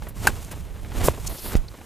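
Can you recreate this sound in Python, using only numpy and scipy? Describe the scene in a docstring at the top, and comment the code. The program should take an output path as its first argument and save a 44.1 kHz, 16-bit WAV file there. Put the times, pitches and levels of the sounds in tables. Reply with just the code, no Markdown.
"""A seat belt is pulled across a jacket in a parked vehicle with its door open, heard from very close.
From the start, body movement and outdoor air rumble while webbing rustles and zips over cloth by
stick-slip friction and the fittings tap. At 0.27 s the latch snaps and chatters. At 1.08 s the buckle
knocks on the padded chest; the belt then slides through its guide, and at 1.55 s a bump lands almost
on the microphone. A last zip and two light taps follow."""
import sys
import numpy as np
from scipy import signal
from scipy.fft import rfft, irfft
from scipy.io import wavfile
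from scipy.ndimage import uniform_filter1d

SR = 44100
rng = np.random.default_rng(int(sys.argv[2]) if len(sys.argv) > 2 else 0)


def int16_out(signal):
    """Quantize to a 16-bit WAV file."""
    q = np.round(np.clip(np.atleast_2d(signal).T, -1, 1) * 32767)
    wavfile.write(sys.argv[1], SR, q.astype(np.int16))


N = 81585
T = np.arange(N) / SR
CONTACT_RISE_S = 0.00065  # onset of the noise burst in taps and latch cracks


def undb(db):
    """Amplitude ratio of a level: a factor of ten for every 20 dB."""
    return 10 ** (np.asarray(db) / 20)


def unit(x):
    """Normalisation to an rms of 1."""
    return x / np.sqrt(np.mean(x ** 2))


def follow(curve):
    """Amplitude envelope, interpolated in decibels between (t/s, level/dB) points."""
    return undb(np.interp(T, *np.array(curve).T))


def colour(x, points):
    """Spectral shaping by (f/Hz, relative level/dB) points; the result has an rms of 1."""
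    hz, db = np.array(points).T
    f = np.maximum(np.fft.rfftfreq(N, 1 / SR), 1)
    gain = undb(np.interp(np.log(f), np.log(hz), db))
    return unit(irfft(rfft(x) * gain, N))


def band(hz, width_hz):
    """Random excitation of a resonance: noise of rms 1 in one band with steep skirts."""
    f = np.maximum(np.fft.rfftfreq(N, 1 / SR), 1)
    detune = (f * f - hz * hz) / (f * width_hz)
    return unit(irfft(rfft(rng.standard_normal(N)) / (1 + .5 * detune ** 2), N))


def flutter(rate_hz, spread_db):
    """Random amplitude modulation: a gain whose level follows twice-smoothed noise."""
    window = int(SR / rate_hz)
    drift = uniform_filter1d(uniform_filter1d(rng.standard_normal(N), window), window)
    return undb(spread_db * unit(drift))


def slips(per_s, spread_db):
    """Stick-slip releases as a Poisson train of impulses, a few much larger than the rest."""
    released = rng.random(N) < per_s / SR
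    polarity = np.sign(rng.standard_normal(N))
    level_db = spread_db * np.minimum(rng.exponential(1, N), 6)
    return released * polarity * undb(level_db)


def strike(at, rise_s, t60):
    """Envelope of an impact: a rounded rise, then exponential decay by 60 dB in t60 seconds."""
    age = np.maximum(T - at, 0)
    return (1 - np.exp(-(age / rise_s) ** 2)) * np.exp(-np.log(1000) * age / t60)


def ring(at, modes, rise_s):
    """Free vibration after one contact: a superposition of damped modes."""
    return -sum(undb(db) * strike(at, rise_s, t60) * np.sin(2 * np.pi * hz * (T - at))
                for hz, db, t60 in modes)


def rumble():
    """Buffeting: body movement and air make random, low-frequency pressure fluctuations."""
    # spectrum of the buffeting: f/Hz, level/dB
    spectrum = [(10, -15), (25, 2), (45, 2), (80, -2.5), (130, -11.5), (200, -18), (400, -43), (1500, -66)]
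    # its envelope: t/s, level/dB
    envelope = [(0, -30.5), (.16, -35), (.21, -26), (.32, -26), (.43, -34), (.49, -28.5), (.64, -30.5),
                (.8, -35.5), (.93, -28.5), (1.04, -19), (1.09, -20.5), (1.14, -31.5), (1.3, -28.5),
                (1.38, -43.5), (1.47, -35), (1.55, -27.5), (1.66, -36), (1.73, -38), (1.85, -42.5)]
    return colour(rng.standard_normal(N), spectrum) * follow(envelope)


def webbing_hiss():
    """Stick-slip friction: fibres catch and release so densely that the impulses merge into a hiss."""
    # spectrum of the fibre releases: f/Hz, level/dB
    spectrum = [(300, -2), (1000, 5.5), (1800, -0.5), (2800, 1.5), (4500, -2.5), (7000, 1), (10500, -1.5),
                (13500, -2.5), (16000, -15)]
    # envelope of the hiss: t/s, level/dB
    envelope = [(0, -58), (.04, -50.5), (.105, -59), (.135, -67), (.16, -48), (.2, -47), (.235, -38.5),
                (.28, -32), (.315, -45.5), (.37, -45.5), (.46, -47), (.49, -50.5), (.58, -49.5),
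                (.68, -57.5), (.92, -51.5), (.975, -39), (1.03, -39.5), (1.085, -32.5), (1.11, -42.5),
                (1.17, -48.5), (1.26, -42), (1.3, -46.5), (1.48, -47.5), (1.535, -37.5), (1.548, -50.5),
                (1.57, -38), (1.588, -56.5), (1.85, -53.5)]
    fibres = colour(slips(per_s=14000, spread_db=3), spectrum)
    return fibres * flutter(rate_hz=160, spread_db=1.0) * follow(envelope)


def jacket_rustle():
    """Crumpling: each fold that gives way radiates an impulse, and together they form a low rustle."""
    # spectrum of the folds: f/Hz, level/dB
    spectrum = [(60, -31), (130, -5.5), (220, -1), (450, -4.5), (800, -9), (1300, -14.5), (2200, -17.5),
                (4000, -23), (10000, -46)]
    # envelope of the rustle: t/s, level/dB
    envelope = [(0, -51.5), (.09, -44), (.135, -53), (.19, -47), (.24, -34.5), (.29, -29), (.33, -42.5),
                (.46, -50), (.53, -45), (.7, -49.5), (.82, -46), (.93, -42), (.98, -36.5), (1.03, -26.5),
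                (1.08, -31), (1.115, -39.5), (1.145, -38), (1.21, -54.5), (1.26, -43.5), (1.36, -47),
                (1.43, -45.5), (1.462, -34), (1.49, -43.5), (1.53, -36), (1.565, -39.5), (1.6, -49),
                (1.85, -47)]
    folds = colour(slips(per_s=2500, spread_db=2.5), spectrum)
    return folds * flutter(rate_hz=84, spread_db=2.5) * follow(envelope)


def fitting_taps():
    """Heavily damped impacts: each light contact of the fittings gives a decaying band of noise."""
    # taps: t/s, level/dB, centre f/Hz, bandwidth/Hz, t60/s
    contacts = [(0.021, -33, 980, 1190, 0.038), (0.0686, -31, 600, 980, 0.037),
                (.4285, -30, 8000, 7000, .003), (.448, -21, 8000, 7000, 0.0035),
                (0.847, -31, 900, 1190, 0.013), (.918, -33, 1300, 1400, 0.022),
                (1.0145, -18, 900, 2500, .007), (1.173, -30.5, 443, 340, 0.076),
                (1.553, -20, 700, 2510, 0.013), (1.716, -30, 800, 2200, 0.0071),
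                (1.8135, -35.5, 850, 700, 0.024)]
    return sum(undb(db) * strike(at, CONTACT_RISE_S, t60) * band(hz, width)
               for at, db, hz, width, t60 in contacts)


def webbing_zips():
    """Friction noise grows with sliding speed: short slips over cloth speed up, run and stop."""
    # quick slips: t/s, rise/s, hold/s, fall/s, level/dB, centre f/Hz, bandwidth/Hz
    pulls = [(0.085, .002, 0.0044, 0.021, -40, 11800, 5000),
             (.511, 0.0026, 0.0075, 0.026, -38.5, 10400, 11000),
             (0.51, 0.0034, 0.014, 0.032, -40.5, 985, 1700), (1.032, 0.019, 0.025, .008, -26, 9000, 10000),
             (1.261, 0.013, 0.0049, 0.0047, -28.5, 6840, 4300),
             (1.361, 0.022, 0.013, 0.015, -43.5, 4800, 2200),
             (1.506, 0.0094, .005, 0.016, -38.5, 1270, 694), (1.68, 0.0044, .002, 0.008, -42, 4230, 900)]
    out = 0
    for at, rise, hold, fall, db, hz, width in pulls:
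        speeding_up = np.clip((T - at) / rise, 0, 1)
        slowing = np.clip(1 - (T - at - rise - hold) / fall, 0, 1) ** 2
        out = out + undb(db) * speeding_up * slowing * band(hz, width)
    return out


def latch_snap():
    """Impact excitation: each contact of the chattering latch gives a bright crack and a hollow ring."""
    # contacts of the latch: t/s, crack level/dB, ring level/dB
    contacts = [(0.2706, -4.5, -30), (0.2729, -20, -1.5), (0.2765, -19, -20), (.278, -20.5, -22),
                (0.283, -25, -17.5)]
    # spectrum of the crack: f/Hz, level/dB
    spectrum = [(300, -26), (900, 14.5), (2500, 2), (4500, -1), (7000, -0.5), (12000, -0.5), (16000, -8)]
    # modes of the latch: f/Hz, relative level/dB, t60/s
    modes = [(913, -5.5, .02), (1090, -8, 0.015), (1567, 7.5, .016), (2670, -12.5, 0.022)]
    crack = colour(rng.standard_normal(N), spectrum)
    return sum(undb(crack_db) * crack * strike(at, CONTACT_RISE_S, t60=0.015)
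               + undb(ring_db) * ring(at, modes, rise_s=.0017)
               for at, crack_db, ring_db in contacts)


def buckle_knock():
    """Damping: against the padded chest the buckle's modes die within milliseconds, a dead knock."""
    # impact and rebound: t/s, level/dB
    contacts = [(1.0845, 1), (1.0864, -7.5)]
    # modes of the buckle against the body: f/Hz, relative level/dB, t60/s
    modes = [(480, 7.5, .005), (800, 1.5, 0.0041), (1250, -22, 0.0058)]
    return sum(undb(db) * ring(at, modes, rise_s=0.00036) for at, db in contacts)


def guide_slide():
    """Sliding friction: webbing running smoothly through its guide radiates continuous treble noise."""
    # spectrum of the sliding: f/Hz, level/dB
    spectrum = [(800, -22), (2200, -10), (4400, 1.5), (5800, -5.5), (7400, -5), (10000, 3.5), (12500, 5),
                (15500, -2)]
    # its envelope: t/s, level/dB
    envelope = [(1.27, -66), (1.295, -40), (1.34, -41.5), (1.41, -42), (1.45, -35.5), (1.485, -36),
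                (1.515, -43.5), (1.541, -40), (1.547, -75)]
    return colour(rng.standard_normal(N), spectrum) * follow(envelope)


def jacket_bump():
    """A soft impact excites low modes: a deep bump by the microphone, whose lowest mode swells late."""
    # soft contact: t/s, level/dB
    contacts = [(1.5527, 1)]
    # modes of the jacket, lowest first: f/Hz, relative level/dB, t60/s
    modes = [(29.2, -2, 0.18), (78.4, -6.5, 0.042), (171, -5.5, 0.017), (340, -9, 0.008)]
    return sum(undb(db) * (ring(at, modes[1:], rise_s=.0007) - ring(at, modes[:1], rise_s=0.013))
               for at, db in contacts)


def scene():
    """Superposition: all sources add at one close microphone, the same on both channels."""
    close = (rumble() + webbing_hiss() + jacket_rustle() + fitting_taps() + webbing_zips()
             + latch_snap() + buckle_knock() + guide_slide() + jacket_bump())
    return np.array([close, close])


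def record(dry):
    """Filtering and saturation: the left channel loses bass, peaks clip and the top treble is cut."""
    left_bass_cut_hz, top_hz = 88, 15300
    high_pass = signal.butter(1, left_bass_cut_hz, "high", fs=SR, output="sos")
    low_pass = signal.ellip(10, .2, 80, top_hz, fs=SR, output="sos")
    left = signal.sosfilt(high_pass, dry[0])
    clipped = np.clip([left, dry[1]], -1, 1)
    return signal.sosfilt(low_pass, clipped)


dry = scene()
out = record(dry)
int16_out(out)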